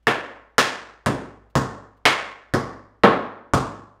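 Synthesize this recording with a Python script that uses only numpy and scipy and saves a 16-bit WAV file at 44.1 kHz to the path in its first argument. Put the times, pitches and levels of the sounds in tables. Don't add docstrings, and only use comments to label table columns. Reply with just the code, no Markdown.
import sys
import numpy as np
from scipy import signal
from scipy.fft import rfft, irfft
from scipy.io import wavfile
from scipy.ndimage import uniform_filter1d

SR = 44100
rng = np.random.default_rng(int(sys.argv[2]) if len(sys.argv) > 2 else 0)


def to_linear_factor(level_db):
    exponent = np.asarray(level_db, float) / 20
    return 10 ** exponent


def master_out(mix):
    frames = np.transpose(np.atleast_2d(mix))
    ceiling = np.clip(frames, -1, 1)
    pcm = np.round(ceiling * 32767).astype(np.int16)
    wavfile.write(sys.argv[1], SR, pcm)


N = 176400

# (time [s], blow level [dB], tap plate pitch [Hz], plate level [dB], floor boom level [dB])
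STEPS = [
    (0.0698, -2, 1760, 2.5, -17),
    (0.5818, 0, 1740, 0.5, -20.5),
    (1.0610, -2.5, 290, 1.5, -7.5),
    (1.5541, -3, 1092, -2, -5.5),
    (2.0542, 2, 2178, 4.5, -21.5),
    (2.5377, -4.5, 1140, 8, -5.5),
    (3.0355, 6, 250, -13, -16),
    (3.5358, -0.5, 1140, 5, -7),
]
# (frequency [Hz], level per Hz [dB])
BRUSH = [(60, -28), (130, -15), (450, -3), (1750, -5.5), (2900, -11.5), (4500, -23), (9000, -35.5),
         (15000, -44.5)]
SLAP = [(60, -21.5), (140, -12), (600, -5), (1600, -3), (2300, -7), (5500, -13.5), (9000, -25),
        (15000, -34.5)]
NEAR_HEEL = [(60, 4), (110, 1.5), (600, -4), (1600, -11), (2300, -18.5), (4000, -25), (9000, -32),
             (15000, -47.5)]
FAR_HEEL = [(70, -4), (500, -14.5), (1100, -13), (1900, -22), (2300, -32), (7000, -33), (10500, -47),
            (14000, -50)]
SPANK = [(60, -41), (140, -14), (770, -2), (2100, -2.5), (3300, -7.5), (5500, -17), (9500, -28),
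         (15000, -39)]
BACK_HEEL = [(70, -2.5), (400, -5.5), (1950, -15), (2500, -28.5), (4000, -29), (4900, -24.5), (6500, -32),
             (15000, -50)]
TOE = [(60, -21), (200, -6), (500, -5), (1300, -7.5), (2200, -18), (4000, -27.5), (4900, -37),
       (15000, -64.5)]
LAST_HEEL = [(70, 8), (450, -3.5), (1300, -3), (2000, -19), (7500, -24.5), (10500, -35.5), (13000, -40),
             (15000, -43)]
# (frequency [Hz], level over the contact colour [dB], time to fall 60 dB [s])
BOARD_MODES = [(250, 2.5, 0.013), (453, 1, 0.013), (574, 4.5, 0.12), (1015, -1, 0.12), (1086, 4, 0.05),
               (1316, -1, .04), (1760, 1.5, 0.017), (2260, -5, .03), (2786, -1.5, 0.0067)]
# (frequency [Hz], level over the contact colour [dB], time to fall 60 dB [s])
METAL_MODES = [(3360, -0.5, .004), (5000, -3.5, .004), (6900, -3, 0.0019), (9000, 1, 0.0019),
               (13500, -3, .002)]
# (frequency [Hz], level [dB], time to fall 60 dB [s])
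BOOM_MODES = [(57.18, -14.5, 0.84), (88, -14.5, .15), (107, 5, 0.13), (104, -9.5, 0.85), (133.2, 8.5, 0.29),
              (205, -3, 0.11)]
# (frequency [Hz], level [dB], time to fall 60 dB [s])
KNOCKS = [(447, -2, .12), (406, -13.5, .1), (290, -30, 0.11), (243, -15, .1), (420, -17.5, .1),
          (365, -7, 0.12), (472, -5, 0.16), (416, -8.5, .1)]
# (frequency [Hz], level [dB], time to fall 60 dB [s])
PINGS = [(1750, -6.5, .035), (1740, -4, .05), (960, -11, 0.028), (1060, 2, 0.07), (2072, -3.5, 0.051),
         (1730, -8, .03), (1128, -5.5, 0.13), (1140, -5.5, 0.093)]
# (frequency [Hz], level [dB])
DIRECT = [(80, -2.5), (400, -1.5), (1500, 5.5), (5000, 6.5), (14000, 8)]
# (delay [s], level [dB])
ECHOES = [(.0013, -7.5), (.0033, -5), (.0057, -2.5), (.0068, -3.5), (0.0094, -15.5), (0.012, -16.5),
          (0.021, -13)]
# (frequency [Hz], time to fall 60 dB [s])
ROOM_DECAY = [(60, 0.3), (160, 0.57), (420, 0.62), (1100, 0.65), (2000, 0.59), (2900, .5), (7700, 0.47),
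              (15000, 0.23)]
# (frequency [Hz], level per Hz [dB])
AIR_COLOUR = [(20, -8.5), (40, -13.5), (56, -9), (72, -21), (106, -17.5), (300, -24), (3000, -40.5),
              (13000, -60.5)]
# (time [s], level [dB])
SCUFFS = [
    (.025, -74),
    (1.498, -66.5),
    (1.968, -69.5),
]

PLATE_T60_S, SPREAD_S, BOOM_RISE_S = 0.016, 0.00059, 0.0041
CONTACT_S, CHATTER = 0.00075, 0.49
ROOM_DB, ROOM_RISE_S, QUICK_DB, QUICK_T60_S = 11, 0.0035, 1.5, 0.14
MODES_BELOW_HZ = 110
AIR_DB, HUM_HZ, HUM_DB, HUM_WAVER_DB = -68.5, 56, -60, 2
HUM_DIP_DB, HUM_BACK_S = -16, 0.075
LOW_CUT_HZ, EDGE_HZ = 22, 15750
DUCK_FROM_DB, DUCK_SHARE, RECOVER_DB_PER_S, CEILING = -22, 0.17, 45.5, 1.01


def read(points, hz):
    f, value = np.transpose(points)
    return np.interp(np.log(hz + 1), np.log(f + 1), value)


def unit(x):
    return x / np.sqrt(np.sum(x ** 2) + 1e-20)


def click(colour, modes=(), spread_s=0):
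    hz = np.abs(np.fft.fftfreq(4096, 1 / SR))
    peaks = 1
    for f, db, t60 in modes:
        peaks = peaks + to_linear_factor(db) ** 2 / (1 + ((hz - f) * t60 / 0.61) ** 2)
    log_gain = np.log(to_linear_factor(np.maximum(read(colour, hz), -100)) * np.sqrt(peaks))
    lag = np.cumsum(spread_s / np.sqrt(1 + hz[:2049] / 500)) * SR / 4096
    log_spectrum = np.conj(signal.hilbert(log_gain))[:2049] - 2j * np.pi * lag
    return irfft(np.exp(log_spectrum))[:2048]


def ring(modes, length):
    t = np.arange(round(length * SR)) / SR
    hz, db, t60 = np.transpose(modes)[:, :, None]
    sines = to_linear_factor(db - 60 * t / t60) * np.sin(2 * np.pi * hz * t)
    return unit(sines.sum(0))


def air():
    hz, t = np.fft.rfftfreq(N, 1 / SR), np.arange(N) / SR
    hiss = irfft(rfft(rng.standard_normal(N)) * to_linear_factor(read(AIR_COLOUR, hz)), N)
    hiss = to_linear_factor(AIR_DB) * np.sqrt(N) * unit(hiss)
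    waver = irfft(rfft(rng.standard_normal(N)) * (hz < 5), N)
    waver = np.sqrt(N) * unit(waver)
    hum = to_linear_factor(HUM_DB + HUM_WAVER_DB * waver) * np.sin(2 * np.pi * HUM_HZ * t)
    dip = sum((t > s) * np.exp(-((t - s) / HUM_BACK_S) ** 2) for s, *_ in STEPS)
    return to_linear_factor(HUM_DIP_DB * dip) * (hiss + hum)


def scuffs():
    out, t = np.zeros(N), np.arange(2000) / SR
    rub = unit(click([(300, -5.5), (2500, 4), (9000, -10.5)]))
    for s, db in SCUFFS:
        grit = rng.standard_normal(2000) * t / 0.0077 * np.exp(1 - t / 0.0056)
        out[round(s * SR):][:2000] += to_linear_factor(db) * signal.fftconvolve(grit, rub)[:2000]
    return out


def room():
    t = np.arange(SR) / SR
    taps = np.zeros(SR)
    at = np.arange(40, SR - 8, 8)
    taps[at + rng.integers(0, 8, len(at))] = rng.standard_normal(len(at))
    hz, s, z = signal.stft(taps, SR, nperseg=256)
    slow = to_linear_factor(-60 * s / read(ROOM_DECAY, hz)[:, None])
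    quick = to_linear_factor(QUICK_DB - 60 * s / QUICK_T60_S)
    tail = signal.istft(z * (slow + quick), SR, nperseg=256)[1][:SR]
    tail *= 1 - np.exp(-t / ROOM_RISE_S)
    tail = signal.sosfilt(signal.butter(2, MODES_BELOW_HZ, 'high', fs=SR, output='sos'), tail)
    early = np.zeros(SR)
    early[:2048] = click(DIRECT)
    for (s, db), (shift, side) in zip(ECHOES, rng.uniform(-0.41, 1, (len(ECHOES), 2))):
        early[round(s * (1 + 0.05 * shift) * SR)] += to_linear_factor(db) * np.sign(side)
    chatter = CHATTER * rng.standard_normal(300) * np.exp(-t[:300] / CONTACT_S)
    chatter[0] = 1
    return to_linear_factor(ROOM_DB) * unit(tail) + signal.fftconvolve(early, unit(chatter))[:SR]


def step(blow_db, plate_hz, plate_db, boom_db, colour, knock, ping):
    plate = (plate_hz, plate_db, PLATE_T60_S)
    blow = unit(click(colour, BOARD_MODES + METAL_MODES + [plate], SPREAD_S))
    boom = to_linear_factor(boom_db + 14.5) * ring(BOOM_MODES, 1)
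    board = to_linear_factor(knock[1] + 9) * ring([knock], 1)
    low = (boom + board) * (1 - np.exp(-np.arange(SR) / SR / BOOM_RISE_S))
    near = low + to_linear_factor(ping[1]) * ring([ping], 1)
    return to_linear_factor(blow_db + 9) * (near - signal.fftconvolve(blow, room())[:SR])


def scene():
    mix = np.zeros(N + SR)
    colours = [BRUSH, SLAP, NEAR_HEEL, FAR_HEEL, SPANK, BACK_HEEL, TOE, LAST_HEEL]
    for (s, *levels), colour, knock, ping in zip(STEPS, colours, KNOCKS, PINGS):
        mix[round(s * SR):][:SR] += step(*levels, colour, knock, ping)
    return (mix[:N] + air() + scuffs())[None]


def top_cut(x):
    return signal.sosfilt(signal.butter(12, 16590, fs=SR, output="sos"), x)


def record(dry):
    dry = signal.sosfilt(signal.butter(2, LOW_CUT_HZ, 'high', fs=SR, output='sos'), dry)
    power_db = 10 * np.log10(abs(uniform_filter1d(dry[0] ** 2, 200)) + 1e-12)
    fall = np.arange(N) * RECOVER_DB_PER_S / SR
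    held_db = np.maximum.accumulate(power_db + fall) - fall
    over_db = np.maximum(held_db - DUCK_FROM_DB, 0)
    ducked = dry / to_linear_factor(DUCK_SHARE * uniform_filter1d(over_db, 100))
    clipped = np.clip(ducked, -CEILING, CEILING)
    mix = signal.sosfiltfilt(signal.butter(20, EDGE_HZ, fs=SR, output='sos'), clipped)
    return top_cut(mix)


dry = scene()
out = record(dry)
master_out(out)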